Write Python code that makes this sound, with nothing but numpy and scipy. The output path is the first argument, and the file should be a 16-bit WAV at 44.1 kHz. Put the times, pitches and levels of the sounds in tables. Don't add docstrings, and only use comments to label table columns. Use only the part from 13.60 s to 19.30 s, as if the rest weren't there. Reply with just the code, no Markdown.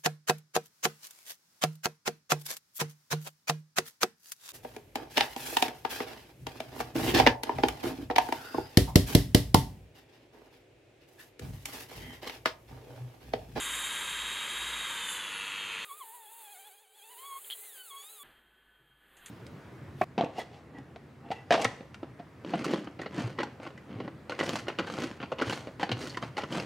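import sys
import numpy as np
from scipy.fft import rfft, irfft
from scipy.io import wavfile
from scipy.ndimage import uniform_filter1d

SR = 44100
rng = np.random.default_rng(int(sys.argv[2]) if len(sys.argv) > 2 else 0)


def generate_wav(signal):
    frames = np.transpose(np.atleast_2d(signal))
    scaled = np.clip(frames, -1, 1) * 32767
    pcm = np.round(scaled).astype(np.int16)
    wavfile.write(sys.argv[1], SR, pcm)


N = 251370
TIME = np.arange(N) / SR
FREQS = np.maximum(np.arange(N // 2 + 1) * SR / N, 1)
LAPSE_START_S, LAPSE_END_S = 2.248, 4.632

# time in seconds, speed in turns per second before slight drift.
SHAFT_SPEED = [(0, 528.2), (.3, 531.5), (.6, 534), (1.12, 536.2), (1.22, 533), (1.32, 526), (1.42, 515),
               (1.62, 489.3), (1.72, 477.6), (1.92, 467), (2.02, 460.9), (2.12, 449.3), (2.25, 463)]
FREE_SPEED_HZ, FULL_SAG_HZ = 528, 55
CAGE_RATIO, RIPPLE_HZ, THROB_HZ = .3919, 100, 16.9
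# multiple of shaft speed, of bearing cage speed, of mains ripple,
# level in dB running light and in dB labouring, both before the trims.
MOTOR_PARTIALS = [(1, 0, 0, -72, -63), (3, 0, 0, -51, -55), (5, 0, 0, -66, -53), (6, 0, 0, -46, -62),
                  (6, 0, -1, -51, -66), (7, 0, 0, -53, -47), (7, 0, 1, -56, -62), (8, 0, 0, -68, -55),
                  (9, 0, 0, -64, -58), (0, 1, 0, -74, -68), (0, 8, 0, -54, -64), (0, 15, 0, -53, -64),
                  (0, 16, 0, -51, -52), (0, 16, 1, -56, -55), (0, 16, -1, -66, -52), (0, 16, -2, -66, -49),
                  (0, 16, -3, -66, -48), (0, 16, -4, -66, -52), (0, 17, 0, -56, -55),
                  (0, 18, 0, -43.5, -60), (0, 20, 0, -70, -57), (0, 24, 0, -60, -60), (0, 32, 0, -62, -72),
                  (0, 36, 0, -53, -66), (0, 54, 0, -67, -72)]
LIGHT_TRIM_DB, HEAVY_TRIM_DB = 0.0, 0.6

# frequency in Hz, relative density in dB per Hz.
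FAN_AIR_COLOUR = [(30, -18.5), (120, -11), (300, -8), (520, -8), (720, -12), (950, -0.5), (1400, 0),
                  (2050, 2), (2800, 1), (3700, -1.5), (4300, -7), (5500, -7), (7000, -9.5), (12000, -98)]
# centre in Hz, width in Hz, lift in dB.
HOUSING_RESONANCES = [(930, 40, 4), (1090, 60, 3), (1260, 90, 2), (1660, 90, 2), (1880, 40, 2),
                      (2020, 90, 2), (2560, 110, 2), (3180, 70, 4)]
FAN_DB, FAN_LOAD_DB = -40.2, -2.5
# frequency in Hz, relative density in dB per Hz.
WHEEL_COLOUR = [(3000, -35), (5000, -13.5), (6500, 1), (7400, 7), (7900, 0), (9500, 3.5), (10700, -1),
                (12500, -7), (13600, -13.5), (14250, -11), (14500, -54)]
# time in seconds, hiss level in dB.
WHEEL_RUBBING = [(0, -41), (.2, -41), (.6, -47), (1.43, -47), (1.53, -43.5), (1.64, -51.5), (2.23, -55.5)]
# time in seconds, level in dB.
SQUEAL_COURSE = [(1.3, -89.5), (1.4, -66), (1.5, -43.5), (1.62, -68), (1.76, -48), (1.88, -73)]
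SQUEAL_HZ = 10780
# time in seconds, level in dB.
DRONE_COURSE = [(0, -61), (.16, -57), (.48, -69), (.63, -55), (.84, -70), (1.1, -56), (1.65, -77),
                (2.2, -86)]
DRONE_HZ = 54.3

# time in seconds, pitch in Hz.
WHINE_PITCH = [(2.277, 1242), (2.309, 1082), (2.385, 1280), (2.447, 896), (2.516, 888), (2.545, 990),
               (2.68, 819), (2.699, 896), (2.784, 928), (2.927, 769), (3.236, 827), (3.309, 770),
               (3.549, 956), (3.669, 1131), (3.728, 1084), (3.785, 1086), (3.854, 1815), (4.062, 2107),
               (4.166, 1545), (4.252, 1478), (4.317, 1084), (4.416, 1126), (4.533, 1364), (4.606, 1135)]
INERTIA_S = .025
# time in seconds, wobble in dB (lowest two partials), buzz in dB (those above).
SHAFT_VIBRATION = [(2.27, 2, -6), (2.33, 6, 0.5), (2.375, -2, -12), (2.42, 8, 4), (2.46, 2, -16),
                   (2.8, -2, -5), (2.92, -.5, 0), (3.08, -2.5, -3), (3.16, -10.5, -7), (3.29, -16, -14),
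                   (3.43, -7.5, -1.5), (3.55, -3, -5), (3.66, -1.5, 3.5), (3.77, 8, 4.5), (3.81, -14, -16),
                   (4.09, 1.5, 0), (4.22, 7.5, 2.5), (4.29, -4.5, 7.5), (4.35, 1, 5.5), (4.41, -7.5, 14),
                   (4.52, -10, 4), (4.62, -3.5, 1)]
# frequency in Hz, level in dB.
TOOL_RESPONSE = [(700, -57.5), (900, -55), (1020, -53), (1105, -47), (1190, -57.5), (1320, -63),
                 (1530, -65.5), (1850, -69), (2180, -59.5), (2330, -66), (2700, -63.5), (3030, -56),
                 (3180, -61.5), (3370, -55.5), (3600, -65.5), (4000, -64.5), (4300, -66.5), (6000, -61)]
# frequency in Hz, relative level in dB.
UPPER_COLOUR = [(2600, -8), (3050, 5), (3350, 14.5), (3750, 1), (4500, 1.5), (5900, -3.5), (6700, 3.5),
                (8000, 0), (10000, 4), (14000, -18)]
SECOND_DB, SECOND_FOLLOWS, THIRD_DB = -1, .6, 0
UPPER_DB, UPPER_FOLLOWS = -70.5, 0.79
STROKES_FROM_S, STROKES_TO_S, STROKES_FADE_S = 2.83, 3.6, .05
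STROKE_HZ, DRAG_S, BITE_S = 6.7, 2.982, 2.962
DRAG_DEPTH, BITE_DEPTH = .045, .04

# time in seconds, hiss level in dB before flutter.
FAST_RUBBING = [(2.28, -49), (2.5, -52), (3.06, -53), (3.29, -67.5), (3.55, -50), (3.81, -49.5),
                (3.85, -45.5), (4.08, -48.5), (4.3, -52), (4.53, -50.5), (4.62, -52.5)]
# frequency in Hz, relative density in dB per Hz.
FAST_AIR_COLOUR = [(30, -16), (150, -21), (260, -12.5), (350, -6), (430, 1.5), (660, -1.5), (900, -0.5),
                   (1400, -0.5), (2500, -0.5), (3300, 1), (4400, -1), (6000, -9.5), (9000, -21)]
# frequency in Hz, relative density in dB per Hz.
FAST_HISS_COLOUR = [(500, -45), (3000, -14), (5500, -25), (7000, -1), (8500, 2), (9800, 5.5), (12000, 1.5),
                    (15600, 3), (16200, 5.5)]
# frequency in Hz, level in dB at the usual rubbing.
FAST_HUM = [(400, -77.5), (432, -72), (532, -83), (800, -72)]
FAST_AIR_DB, AIR_FOLLOWS, USUAL_RUB_DB = -64.5, 0.59, -51
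# start in seconds, level in dB, 60 dB decay in seconds.
CHATTER_HITS = [(3.846, -54, 0.06), (3.9015, -29.5, 0.011), (3.908, -36, 0.085), (3.921, -41.5, 0.045),
                (3.933, -45, 0.043)]
# frequency in Hz, relative level in dB.
METAL_COLOUR = [(150, -52), (500, -31), (1800, -9), (2700, -10), (3200, 17), (3500, 2), (3800, -3),
                (4250, 0), (5000, -13), (9000, -39), (15000, -30)]

# time in seconds, level in dB.
IDLE_RUSH = [(4.65, -60), (4.85, -70.5), (5.05, -71), (5.36, -72), (5.55, -64.5), (5.69, -57.5)]
# frequency in Hz, relative density in dB per Hz.
IDLE_AIR_COLOUR = [(30, -1), (130, -2.5), (350, 2), (600, -2.5), (1000, -0.5), (1350, 1), (1550, 3.5),
                   (1750, 4.5), (2300, -5), (3200, 0), (3800, -9.5), (5500, -21), (8000, -35)]
# frequency in Hz, relative density in dB per Hz.
IDLE_HISS_COLOUR = [(2500, -27), (4200, -1), (5500, -16), (7500, -1.5), (9500, 2.5), (12000, 3.5),
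                    (14250, 6.5), (14500, -50)]
# frequency in Hz before slow drift, level in dB.
IDLE_WHINE = [(1508, -74), (1712, -75), (3205, -73)]
IDLE_HISS_DB, IDLE_DRONE_DB = -11.5, -78.5
# start in seconds, level in dB, 60 dB decay in seconds.
CAN_TICK_HITS = [(5.568, -60.5, 0.17), (5.66, -43.5, 0.076), (5.681, -56, .04)]
# frequency in Hz, relative level in dB.
CAN_COLOUR = [(500, -22), (1500, -1), (2700, 6), (3500, 2), (4400, 1), (7000, 8), (10000, 3.5),
              (14200, -20), (14600, -48)]
# start in seconds, level in dB, 60 dB decay in seconds.
CAN_LIFT_BUMP = [(5.197, -67, 0.7)]
# frequency in Hz, relative level in dB.
BENCH_COLOUR = [(40, -25), (100, -22), (138, 19), (190, -22), (400, -3), (2000, -55)]
GRIP_S, GRIP_RISE_DB_PER_S, GRIP_DB = 5.78, 100, -62

# frequency in Hz, relative density in dB per Hz.
ROOM_COLOUR = [(30, 7.5), (100, 2), (300, -13), (1000, -18), (4000, -38)]
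ROOM_DB = -99
# frequency in Hz, level in dB.
MICROPHONE_RESPONSE = [(4000, 1.5), (4700, -3.5), (5230, -10.5), (5450, -47), (5620, -16), (5800, -9),
                       (6400, 0.5)]
CUTOFF_HZ = 15900


def buffing():
    speed, = in_time(SHAFT_SPEED)
    hiss_db, = in_time(WHEEL_RUBBING)
    squeal_db, = in_time(SQUEAL_COURSE)
    drone_db, = in_time(DRONE_COURSE)
    speed = speed * (1 + .0003 * drift(15.0))
    load = np.clip((FREE_SPEED_HZ - speed) / FULL_SAG_HZ, 0, 1)
    air = from_db(FAN_DB + FAN_LOAD_DB * load) * fan_air(load)
    hiss = from_db(hiss_db) * wheel_hiss(speed)
    squeal = from_db(squeal_db) * tone(angle(SQUEAL_HZ), waver=1.5, rate=39.0)
    return motor_tones(speed, load) + air + hiss + squeal + rumble(drone_db)


def motor_tones(speed, load):
    shaft, ripple = angle(speed), angle(RIPPLE_HZ)
    throb = 1 + .25 * np.sin(angle(THROB_HZ))
    heavy = load ** 2
    out = 0
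    for turns, cage, sideband, light_db, heavy_db in MOTOR_PARTIALS:
        phase = (turns + cage * CAGE_RATIO) * shaft + sideband * ripple
        light_gain = (1 - heavy) * from_db(light_db + LIGHT_TRIM_DB) * throb
        heavy_gain = heavy * from_db(heavy_db + HEAVY_TRIM_DB)
        out = out + (light_gain + heavy_gain) * tone(phase, waver=.2, rate=12.0)
    return out


def fan_air(load):
    firing = np.exp(-(TIME * RIPPLE_HZ % 1) / 0.32)
    pulsing = 1 + (.25 + .45 * load) * (firing - firing.mean())
    return noise(FAN_AIR_COLOUR, HOUSING_RESONANCES, pulsing)


def wheel_hiss(speed):
    return noise(WHEEL_COLOUR, pulsing=1 + 0.073 * np.sin(angle(speed)) + 0.088 * drift(37.0))


def sped_up():
    rub_db, = in_time(FAST_RUBBING)
    swell_db = AIR_FOLLOWS * (rub_db - USUAL_RUB_DB)
    hum = sum(from_db(db + .5 * swell_db) * tone(angle(hz), waver=0.62, rate=17.0) for hz, db in FAST_HUM)
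    air = from_db(FAST_AIR_DB + swell_db + 1.6 * drift(16.0)) * noise(FAST_AIR_COLOUR)
    hiss = from_db(rub_db + 1.6 * drift(14.0)) * noise(FAST_HISS_COLOUR)
    return whistle() + hum + air + hiss + bursts(CHATTER_HITS, METAL_COLOUR)


def whistle():
    pitch = uniform_filter1d(in_time(WHINE_PITCH)[0], int(INERTIA_S * SR)) * strokes()
    wobble_db, buzz_db = in_time(SHAFT_VIBRATION)
    shaft = angle(pitch * (1 + 0.0018 * drift(70.0)))
    first = from_db(wobble_db + at_hz(TOOL_RESPONSE, pitch)) * tone(shaft, waver=0.2, rate=67.0)
    second_db = SECOND_DB + SECOND_FOLLOWS * wobble_db + at_hz(TOOL_RESPONSE, 2 * pitch)
    second = from_db(second_db) * tone(2 * shaft, waver=0.37, rate=17.0)
    third_db = THIRD_DB + buzz_db + at_hz(TOOL_RESPONSE, 3 * pitch)
    third = from_db(third_db) * tone(3 * shaft, waver=0.37, rate=17.0)
    upper = colour(sum(tone(k * shaft, waver=.9, rate=35) for k in range(4, 15)), UPPER_COLOUR)
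    return first + second + third + from_db(UPPER_DB + UPPER_FOLLOWS * buzz_db) * upper


def strokes():
    inside_s = np.minimum(TIME - STROKES_FROM_S, STROKES_TO_S - TIME)
    working = np.clip(inside_s / STROKES_FADE_S, 0, 1)
    drag = DRAG_DEPTH * np.cos(2 * np.pi * STROKE_HZ * (TIME - DRAG_S))
    bite = BITE_DEPTH * np.cos(2 * np.pi * 2 * STROKE_HZ * (TIME - BITE_S))
    return 1 - working * (drag + bite)


def idling():
    rush_db, = in_time(IDLE_RUSH)
    whine = 0
    for hz, db in IDLE_WHINE:
        phase = angle(hz * (1 + 0.00199 * drift(3.28)))
        whine = whine + from_db(db) * tone(phase, waver=0.6, rate=15.0)
    grip = from_db(GRIP_DB - GRIP_RISE_DB_PER_S * np.abs(TIME - GRIP_S))
    rush = from_db(rush_db) * noise(IDLE_AIR_COLOUR)
    hiss = (from_db(rush_db + IDLE_HISS_DB) + grip) * noise(IDLE_HISS_COLOUR)
    can = bursts(CAN_TICK_HITS, CAN_COLOUR) + bursts(CAN_LIFT_BUMP, BENCH_COLOUR)
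    return whine + rush + hiss + rumble(IDLE_DRONE_DB) + can


def bursts(events, body):
    envelope = 0
    for s, db, t60 in events:
        decay_db = 60 * np.maximum(TIME - s, 0) / t60
        envelope = envelope + after(s) * from_db(db - decay_db)
    return envelope * noise(body)


def rumble(level_db):
    return from_db(level_db) * tone(angle(DRONE_HZ), waver=0.26, rate=6.0)


def room_tone():
    return from_db(ROOM_DB) * noise(ROOM_COLOUR)


def noise(spectrum, resonances=(), pulsing=1):
    return rms_one(colour(rng.standard_normal(N) * pulsing, spectrum, resonances))


def tone(phase, waver, rate):
    in_phase = np.sin(phase) * (1 + waver * drift(rate))
    quadrature = np.cos(phase) * waver * drift(rate)
    return (in_phase + quadrature) / np.sqrt(1 + 2 * waver ** 2)


def drift(rate):
    return rms_one(irfft(rfft(rng.standard_normal(N)) / (1 + (FREQS / rate) ** 2), N))


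def colour(x, spectrum, resonances=()):
    curve = at_hz(spectrum, FREQS)
    for centre, width, lift in resonances:
        curve = curve + lift / (1 + (2 * (FREQS - centre) / width) ** 2)
    return irfft(rfft(x) * from_db(curve), N)


def at_hz(spectrum, hz):
    points, db = np.transpose(spectrum)
    return np.interp(np.log(hz), np.log(points), db)


def in_time(rows):
    s, *columns = np.transpose(rows)
    return [np.interp(TIME, s, c) for c in columns]


def angle(hz):
    return 2 * np.pi * np.cumsum(hz * np.ones(N)) / SR


def after(s):
    return np.clip((TIME - s) / .001 + .5, 0, 1)


def from_db(db):
    return 10 ** (np.asarray(db) / 20)


def rms_one(x):
    return x / np.sqrt(np.mean(x ** 2) + 1e-20)


def scene():
    fast, done = after(LAPSE_START_S), after(LAPSE_END_S)
    passages = (1 - fast) * buffing() + (fast - done) * sped_up() + done * idling()
    mono = passages + room_tone()
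    return np.array([mono, mono])


def record(dry):
    band_limit = 1 / np.sqrt(1 + (FREQS / CUTOFF_HZ) ** 300)
    return irfft(rfft(colour(dry, MICROPHONE_RESPONSE)) * band_limit, N)


dry = scene()
out = record(dry)
generate_wav(out)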